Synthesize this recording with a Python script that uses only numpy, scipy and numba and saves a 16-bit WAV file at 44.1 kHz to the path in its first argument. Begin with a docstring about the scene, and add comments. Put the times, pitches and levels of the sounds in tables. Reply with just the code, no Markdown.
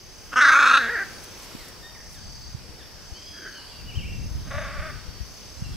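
"""In a wood, a parrot in a tree hole croaks loudly close to a small camera with two microphone ports.
Its voice, like those of farther parrots, is a pulse train shaped by resonances; songbirds whistle near-sines.
A cricket's keyed tone chirps in phrases over narrow cicada noise; leaves rustle as bursts of noise grains.
Low-passed noise and short pressure swings make wind rumble and thump on the ports."""
import sys
import numpy as np
from scipy import signal
from scipy.io import wavfile
from scipy.ndimage import uniform_filter1d
from numba import njit

SR = 44100
rng = np.random.default_rng(int(sys.argv[2]) if len(sys.argv) > 2 else 0)


def wav_out(sig):
    """Save sig, one row per channel (or a flat mono array), as 16-bit PCM at SR to the path in sys.argv[1]."""
    wavfile.write(sys.argv[1], SR, np.round(np.clip(np.atleast_2d(sig).T, -1, 1) * 32767).astype(np.int16))


N = 254010


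def near_parrot():
    """Source and filter: throbs of the airway pinch the pulses, restart them high and let the pitch sag."""
    # membrane motion in a grunt, a croak and a yelp: (time [s], pulse rate [Hz], level [dB])
    call = [
        [(.315, 270.8, -54), (.325, 270.6, -35), (.341, 270.3, -27), (.349, 261.1, -43), (.357, 262, -42)],
        [(.36, 252.6, -20.5), (.372, 252.1, -15), (.395, 253.9, -13.5), (.43, 298.8, -11.5), (.53, 289.7, -12),
         (.68, 262.1, -14), (.775, 272.1, -10.5), (.792, 249.6, -22.5), (.885, 231.7, -26.5)],
        [(.894, 415.8, -26), (.91, 463.3, -27.5), (.93, 484.3, -29.5), (.95, 457.6, -25.5), (.98, 320, -26),
         (1.0, 394, -26), (1.028, 402.6, -26.5), (1.043, 357, -37), (1.052, 340, -64)],
    ]
    # roughness at the start of each part: (roughness [0-1])
    call_rough = [.64, .24, 0.16]
    # mouth: (time [s], throat [Hz], beak [Hz], beak level [dB], upper tract pitch [factor])
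    mouth = [(.35, 1350, 2100, -22, 0.76), (.404, 1415, 2080, -15, 0.78), (.412, 1450, 2000, -18, 1.034),
             (.47, 1460, 1960, -19, 1.1), (.58, 1362, 2360, -14.5, 0.98), (.78, 1383, 2584, -12.5, 1.05),
             (.80, 1570, 2400, -52, 1.07), (.92, 1660, 1870, -11, 0.88), (1.05, 1624, 1940, -17, 0.99)]
    # upper resonances: (centre [Hz], width [Hz], level [dB])
    upper_tract = [(2625, 210, -22), (3570, 510, -18.5), (4390, 230, -28), (5250, 280, -25),
                   (6390, 470, -28), (7500, 680, -37.5), (9000, 5800, -46)]
    # airway constrictions in the croak: (time of the deepest point [s], depth of the dip [0-1])
    throbs = [(.408, 0.4), (.445, .35), (.481, 0.3), (0.516, 0.45), (.553, 0.2), (.587, 0.56), (0.621, 0.3),
              (.657, 0.26), (.692, 0.32), (.731, 0.6), (.768, 0.65)]
    throb_dip_s, throb_glide, throat_sag = .009, .09, .07  # glide and sag: share either side of the mean
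    tires_per_s, roughest, tail_rough = 1.1, .43, .32
    throat_width_hz, beak_width_hz = 390, 300
    treble_start_db, treble_fades_s, treble_fade_db_per_s = -1.5, 0.846, 140

    t = np.arange(N) / SR
    hz, db, gate = read(sum(call, []))
    throat_hz, beak_hz, beak_db, stretch, _ = read(mouth)

    # the croak grows rougher up to a limit; the yelp is clear only on its arch
    grunt, croak, yelp = np.clip(call_rough, 0, 1)
    tired = np.clip(croak + tires_per_s * (t - throbs[0][0]), croak, roughest)
    grunt_end, lets_go, yelp_start = call[0][-1][0], call[1][-2][0], call[2][0][0]
    arch = (t > yelp_start) * (t < call[2][4][0])
    after_croak = np.where(arch, yelp, tail_rough)
    rough = np.where(t < grunt_end, grunt, np.where(t < lets_go, tired, after_croak))

    # the airway narrows gradually and reopens four times as fast
    start, depths = np.clip(np.transpose(throbs), 0, 1)
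    airway = np.ones(N)
    for s, depth in zip(start, depths):
        dip_s = np.where(t < s, throb_dip_s, throb_dip_s / 4)
        airway *= 1 - depth * np.exp(-((t - s) / dip_s) ** 2)
    # position within a throb, held half-way (no glide) outside the throbs
    turn = np.interp(t, start, np.arange(len(throbs)), left=-.5, right=-.5) % 1
    sag = 1 - 2 * turn
    source, hum = syrinx(hz * (1 + throb_glide * sag), rough)
    throat_hz = throat_hz * (1 + throat_sag * uniform_filter1d(sag, size=200))

    # a third pole keeps the valley under the throat dark
    throat = svf(band(source, throat_hz, throat_width_hz), throat_hz, 530.0)
    voice = throat - undb(beak_db) * band(source, beak_hz, beak_width_hz)
    # torn air roughens the overtones
    rasp = source + 1.3 * rough * undb(4 * walk(200)) * rng.standard_normal(N)
    treble_db = treble_start_db - treble_fade_db_per_s * np.maximum(t - treble_fades_s, 0)
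    voice += undb(treble_db) * tract(rasp, upper_tract, shift=0.027, wander_db=2.5, stretch=stretch)
    voice = voice / np.sqrt(uniform_filter1d(voice ** 2, size=2600)) * undb(db)

    # the chest hums about as loud whatever the effort, but drops 3 dB between croak and yelp
    chest = undb(-37.5 + 1.4 * walk(42.2)) * hum * airway
    chest = chest + level(band(source, 495, 260), -40.5)
    chest = chest * undb(-3 * (t > lets_go) * (t < yelp_start))
    chest = chest * undb(np.minimum(db + 26.0, 0))
    return (voice + chest) * airway * gate


def far_parrots():
    """Source and filter again: rougher pulses, throbbing in pitch and level, excite other throats."""
    # one list per call: (time [s], pulse rate [Hz], level [dB])
    calls = [
        [(3.335, 301, -49), (3.43, 314.2, -44), (3.47, 333, -36), (3.505, 311.4, -52), (3.58, 307.5, -56),
         (3.625, 302, -75)],
        [(4.455, 281.4, -55), (4.47, 279.7, -46), (4.502, 279.3, -48.5), (4.509, 280, -34.5),
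         (4.62, 290.5, -35), (4.74, 271.9, -40), (4.87, 299.7, -36), (4.915, 300.7, -41.5)],
    ]
    # throat resonances, one list per call: (centre [Hz], width [Hz], relative level [dB])
    throats = [
        [(330, 180, -11.5), (1580, 205, -1.5)],
        [(618, 137, 7), (1117, 143, 4.5), (1460, 400, 4.5), (2080, 760, -4.5), (3650, 380, -11.5)],
    ]
    # roughness of each call: (roughness [0-1])
    roughness = [.75, .37]
    throb_mean_hz, throb_db = 28.74, 2
    out = 0
    for call, modes, rough in zip(calls, throats, roughness):
        hz, db, gate = read(call)
        throb = np.sin(2 * np.pi * np.cumsum(throb_mean_hz * (1 + 0.17 * walk(10))) / SR)
        source, _ = syrinx(hz * (1 + 0.04 * throb + .02 * walk(18)), rough)
        voice = level(tract(source, modes, shift=0.021, wander_db=1.1), 0)
        out = out + voice * undb(db + throb_db * throb) * gate
    return out


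def songbirds():
    """Frequency modulation of near-sines: an arched note, a warble and slurred chirps, with early echoes."""
    # arched whistle: (time [s], pitch [Hz], level [dB], level of the line a fifth above [dB])
    arched = [(3.125, 2840, -64, -58), (3.146, 2980, -55, -49), (3.175, 3140, -50.5, -56),
              (3.24, 3265, -54, -45), (3.3, 3335, -52.5, -48.5), (3.39, 3224, -51, -44.5),
              (3.50, 3020, -57, -55), (3.64, 2680, -68, -56)]
    # a second bird's two notes, a flick and a trill settling on one pitch: (time [s], pitch [Hz], level [dB])
    warble = [
        [(3.67, 3000, -66), (3.7, 3400, -49), (3.715, 3400, -51), (3.73, 2800, -45), (3.82, 2710, -54),
         (3.85, 2710, -63)],
        [(3.86, 2900, -52), (3.897, 2965, -41), (3.925, 2200, -53), (3.965, 3203, -39), (4.035, 2205, -49.5),
         (4.078, 2756, -41.5), (4.15, 2738, -49), (4.21, 2735, -65), (4.24, 2730, -65)],
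    ]
    # slurs: (time [s], length [s], from [Hz], to [Hz], level [dB], octave relative to it [dB])
    chirps = [(1.585, 0.087, 2250, 1703, -52.5, -1), (1.821, 0.067, 1800, 1860, -48, -3.5),
              (1.94, 0.046, 1300, 798, -52, 3.5), (2.135, 0.067, 2120, 1490, -51.5, -3),
              (2.778, 0.068, 2165, 1500, -54, 0), (3.437, .04, 4990, 4830, -49, -20),
              (3.546, 0.062, 3200, 2860, -48, -18), (5.631, 0.047, 2920, 2660, -48.5, -21),
              (5.564, 0.034, 4080, 4080, -52, -18), (5.645, 0.027, 4060, 4100, -51, -20),
              (5.72, 0.037, 3500, 3250, -50.5, -20)]
    # near trunks return the song: (delay [s], level [dB])
    echoes = [(.024, -11), (.047, -12.5)]
    hz, db, fifth_db, gate = read(arched)
    turn = whistle(hz, 0.0014)
    note_pair = undb(db) * np.sin(turn) + undb(fifth_db) * np.sin(turn * 3 / 2)
    out = gate * undb(1.2 * walk(37)) * note_pair
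    for note in warble:
        hz, db, gate = read(note)
        out += gate * undb(db + 3.2 * walk(70)) * np.sin(whistle(hz, 0.00698))
    for s, length, from_hz, to_hz, chirp_db, octave_db in chirps:
        u = np.linspace(0, 1, int(length * SR))
        hz = to_hz + (from_hz - to_hz) * (1 - u) ** 1.4  # the slur slows toward its end
        turn = 2 * np.pi * np.cumsum(hz) / SR
        shape = undb(chirp_db) * np.sqrt(np.abs(np.sin(np.pi * u)))
        i = min(int(s * SR), N - len(u))
        out[i:i + len(u)] += shape * (np.sin(turn) + undb(octave_db) * np.sin(2 * turn))
    out = out * undb(2.35 * walk(60))
    delayed = [undb(db + 2.9 * walk(30)) * np.pad(out, (int(s * SR), 0))[:N] for s, db in echoes]
    return out + sum(delayed)


def cricket():
    """Amplitude keying: wing strokes gate a tone; each phrase starts slightly weak and flat and climbs to pitch."""
    # phrases: (start [s], length [s])
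    phrases = [(-.2, 0.91), (0.929, 0.51), (1.944, 0.6), (3.016, 0.57), (4.117, .546), (5.22, 0.44)]
    tone_hz, stroke_rate_hz, start_drop = 6212, 34.3, 0.038  # drop: share of the pitch
    t, out = np.arange(N) / SR, 0
    for start, length in phrases:
        rise = np.clip((t - start) / 0.089, 0, 1)
        part = np.clip(((t - start) * stroke_rate_hz % 1) / 0.69, 0, 1)  # silent for the rest of the period
        stroke = np.clip(3.0 * np.sin(np.pi * part), 0, 1)
        hz = tone_hz * (1 - start_drop * (1 - rise) + 0.00296 * walk(120))
        gain = undb(-48.0794 - 1.65 * (1 - rise) + 0.96 * walk(50))
        gate = (t > start) * (t < start + length)
        out = out + gain * stroke * gate * np.sin(2 * np.pi * np.cumsum(hz) / SR)
    return out


def cicadas():
    """Amplitude-modulated narrow noise: one buzzing band that swells, over a broader chorus."""
    # swells: (centre time [s], half length [s], rise [dB])
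    swells = [(1.003, 0.18, 5), (2.364, 0.19, 7), (3.7, 0.22, 7), (5.15, 0.49, 3)]
    t = np.arange(N) / SR
    db = -56.5 + sum(rise_db * np.exp(-((t - s) / half) ** 4) for s, half, rise_db in swells)
    buzz = np.sin(2 * np.pi * np.cumsum(43.6 * (1 + 0.059 * walk(5.2))) / SR)
    chorus_db = -54 + 1.0 * walk(3.32)
    chorus = undb(chorus_db) * around(5390 * (1 + 0.011 * walk(2.6)), 660, 0.99)
    return undb(db + 2.0 * buzz) * around(4670 * (1 + .006 * walk(3)), 295, 0.74) + chorus


def rustles():
    """Granular noise: brief bursts of dense leaf grains, partly alike on the two ports."""
    # bursts: (centre time [s], level [dB], length [s])
    bursts = [(1.241, -44, 0.019), (1.39, -49, 0.025), (1.433, -45.5, 0.04), (1.633, -53, 0.13),
              (1.685, -50, .02), (2.135, -53, 0.089)]
    t = np.arange(N) / SR
    shape = sum(undb(db) * np.exp(-((t - s) / (length / 2)) ** 2) for s, db, length in bursts)
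    shared, *separate = rng.standard_normal((3, N)) * undb(1.94 * walk(340))
    grains = np.array([band(own + shared, 7500.0, 12000.0) for own in separate])
    return shape * level(grains, 0)


def wind():
    """Turbulent pressure: eddies rumble on each port alone; single gusts press the membranes about a cycle."""
    # thumps: (time 0.6 cycle ahead of the peak [s], peak level [dB], swing rate [Hz], left minus right [dB])
    thumps = [(1.549, -26, 212, 0), (2.545, -23, 111, -9), (3.118, -29.5, 70, 11),
              (3.968, -17.5, 76.5, 7.5), (4.26, -29, 67.3, 22), (4.309, -28, 98, 11),
              (4.347, -27, 62.3, -20), (4.565, -22, 74, 6), (4.786, -23, 64.84, -10), (5.08, -27, 65, 11),
              (5.204, -24.5, 58.5, 12), (5.62, -19, 126, -3)]
    low = signal.butter(1, [25, 90], "bandpass", fs=SR, output="sos")
    steep = signal.butter(2, 200, fs=SR, output="sos")
    lumps_db = 2.5 * np.array([walk(22.81), walk(25.12)])
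    eddies = signal.sosfilt(np.vstack([low, steep]), rng.standard_normal((2, N)) * undb(lumps_db))
    out = level(eddies, 0) * undb(gusts() + np.array([[3.5], [1.5]]))
    for s, peak_db, hz, side_db in thumps:
        u = (np.arange(N) / SR - s) * hz - .6
        gain = undb(peak_db + np.array([[side_db], [-side_db]]) / 2)
        # the eddy reaches the second port out of step
        swing = np.array([-np.cos(2 * np.pi * u), np.cos(2 * np.pi * u - 1.4)])
        out += gain * np.exp(-(u / .5) ** 2) * swing
    return out


def gusts():
    """Wind envelope in dB, before the port offsets: calm, with gusts that rise fast, hold and die slowly."""
    # gusts: (time at full strength [s], held [s], level before the port offsets [dB])
    table = [(2.24, 0.19, -44), (3.95, .4, -34.5), (5.7, .2, -35.5)]
    calm_db, rise_db_per_s, fall_db_per_s = -51, 71, 12.5
    t, curves = np.arange(N) / SR, []
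    for s, held, db in table:
        before, after = np.maximum(s - t, 0), np.maximum(t - s - held, 0)
        curves.append(np.maximum(db - rise_db_per_s * before - fall_db_per_s * after, calm_db))
    return np.max(curves, axis=0)


def wood():
    """Band-shaped noise: third-octaves of distant leaves and air swell together and flicker alone."""
    # spectrum: (frequency [Hz], relative density [dB per Hz])
    spectrum = [(150, -6), (400, -5), (1000, -9.5), (2500, -12), (4000, -15), (6500, -17.5), (9000, -21.5),
                (13000, -24), (15500, -28)]
    # leaf hiss over time: (time [s], level change [dB])
    stir = [(0, -1.5), (.8, 6), (1.6, 4.5), (2, 0), (5.76, 1.4)]
    corner_hz, density_db = np.transpose(spectrum)
    out, swell = 0, walk(0.69)
    for hz in 150 * 2 ** (np.arange(21) / 3):
        db = np.interp(np.log(hz), np.log(corner_hz), density_db) + 10 * np.log10(hz)
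        db = db + 0.13 * swell + 1.52 * walk(9.5)
        side = np.interp(np.log(hz), np.log([200, 1000, 6000]), [.5, .4, .7])
        out = out + undb(db) * around(hz, hz / 4, side)
    return level(out, -49) * undb(read(stir)[0])


def syrinx(hz, rough):
    """Pulsed membrane: rough pulses wander in period and size and carry a puff of air; also the fundamental."""
    rough = np.clip(rough, 0, 1)
    cycles = np.cumsum(hz * (1 + 0.13 * rough * walk(150))) / SR
    chance = rng.standard_normal(N // 20)[cycles.astype(int)]  # one draw per cycle
    onsets = np.diff(np.floor(cycles), prepend=0)
    pulses = onsets * np.sqrt(SR / hz) * undb(4 * rough * chance)
    air = 2.4 * np.exp(-(cycles % 1) / .5) * rng.standard_normal(N)
    return np.sqrt(1 - rough ** 2) * pulses + rough * air, np.sin(2 * np.pi * cycles)


def tract(source, modes, shift=0, wander_db=0, stretch=1):
    """Parallel resonances of alternating sign; the tongue moves the lower ones, and each may drift a little."""
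    tongue_reach_hz = 5000  # resonances from here up do not follow the tongue
    out = 0
    for k, (hz, width_hz, db) in enumerate(modes):
        gain = (-1) ** k * undb(db + wander_db * walk(13.44))
        centre_hz = hz * (stretch ** (hz < tongue_reach_hz) + shift * walk(7.6))
        out = out + gain * band(source, centre_hz, width_hz)
    return out


def whistle(hz, flutter):
    """Phase as the integral of frequency: a note with rounded turns and a slight flutter."""
    return 2 * np.pi * np.cumsum(uniform_filter1d(hz, 700) * (1 + flutter * walk(90))) / SR


def around(hz, width_hz, side):
    """Partial coherence: a noise band shared by both ports plus a part of opposite sign."""
    mid, rest = (level(band(rng.standard_normal(N), hz, width_hz), 0) for _ in range(2))
    return mid + side * rest * np.array([[1], [-1]])


def band(x, hz, width_hz):
    """Cascaded resonance: two wider band-passes in series give about the stated width and steeper skirts."""
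    hz = hz * np.ones(N)
    return svf(svf(x + 1e-18, hz, 1.5 * width_hz), hz, 1.5 * width_hz)


@njit
def svf(x, hz, width_hz):
    """Second-order resonance: a state-variable band-pass with a moving centre, gain 1 at the centre."""
    y, b, l = np.empty(len(x)), 0., 0.  # b and l are the two integrator states
    for i in range(len(x)):
        g, k = np.tan(np.pi * hz[i] / SR), width_hz / hz[i]
        v = (b + g * (x[i] - l)) / (1 + g * (g + k))
        b, l, y[i] = 2 * v - b, l + 2 * g * v, k * v
    return y


@njit
def trees(x, lags, gain, damp):
    """Multiple scattering: eight delay lines feed each other, duller on every round."""
    line, soft, out = np.zeros((8, 8192)), np.zeros(8), np.zeros((2, len(x)))
    for i in range(len(x)):
        total = 0.
        for k in range(8):
            soft[k] += (1 - damp) * (gain[k] * line[k, (i - lags[k]) & 8191] - soft[k])
            total += soft[k]
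            out[k % 2, i] += soft[k]
        for k in range(8):
            line[k, i & 8191] = x[i] + soft[k] - total / 4
    return out


def walk(rate):
    """Smoothed random process: levels held 1 / rate s and slewed twice; spread near 1."""
    k = int(SR / rate)
    held = np.repeat(rng.standard_normal(N // k + 1), k)
    return 1.3 * uniform_filter1d(uniform_filter1d(held, k), k)[:N]


def read(table):
    """Linear interpolation: columns of a curve table at every sample, and a gate open inside its span."""
    t, (s, *columns) = np.arange(N) / SR, np.transpose(table)
    return [np.interp(t, s, c) for c in columns] + [1. * (t >= s[0]) * (t <= s[-1])]


def level(x, db):
    """Root-mean-square scaling: bring a signal to an rms level in dB."""
    return x * undb(db) / np.sqrt(np.mean(x ** 2))


def undb(db):
    """Logarithmic amplitude: decibels to gain."""
    return 10 ** (np.asarray(db) / 20)


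def scene():
    """Superposition: birds in front, scattered by the trunks; insects, leaves and wind around."""
    near, far, song = near_parrot(), far_parrots(), songbirds()
    scattered = undb(-23) * near + undb(-12) * far + undb(-11.5) * song
    # long waves bend round the trunks
    scattered = signal.sosfilt(signal.butter(2, 1300, "highpass", fs=SR, output="sos"), scattered)
    lags = rng.integers(500, 4500, 8)
    decay_s = 0.64  # to -60 dB, before the damping
    echo = trees(scattered, lags, undb(-60 * lags / SR / decay_s), 0.44)
    front = near + far + song + cricket() + 1.05 * echo.sum(axis=0)
    port_lag = 0.7  # samples by which the left port hears the front late
    left = port_lag * np.roll(front, 1) + (1 - port_lag) * front
    return np.array([left, front]) + 0.63 * echo + cicadas() + rustles() + wind() + wood()


def record(dry):
    """Saturation and band limiting: the preamplifier rounds the loudest peaks; the camera cuts the top."""
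    rounded = np.tanh(.8 * dry) / .8
    return signal.sosfilt(signal.ellip(16, .5, 60, 15650, fs=SR, output="sos"), rounded)


dry = scene()
out = record(dry)
wav_out(out)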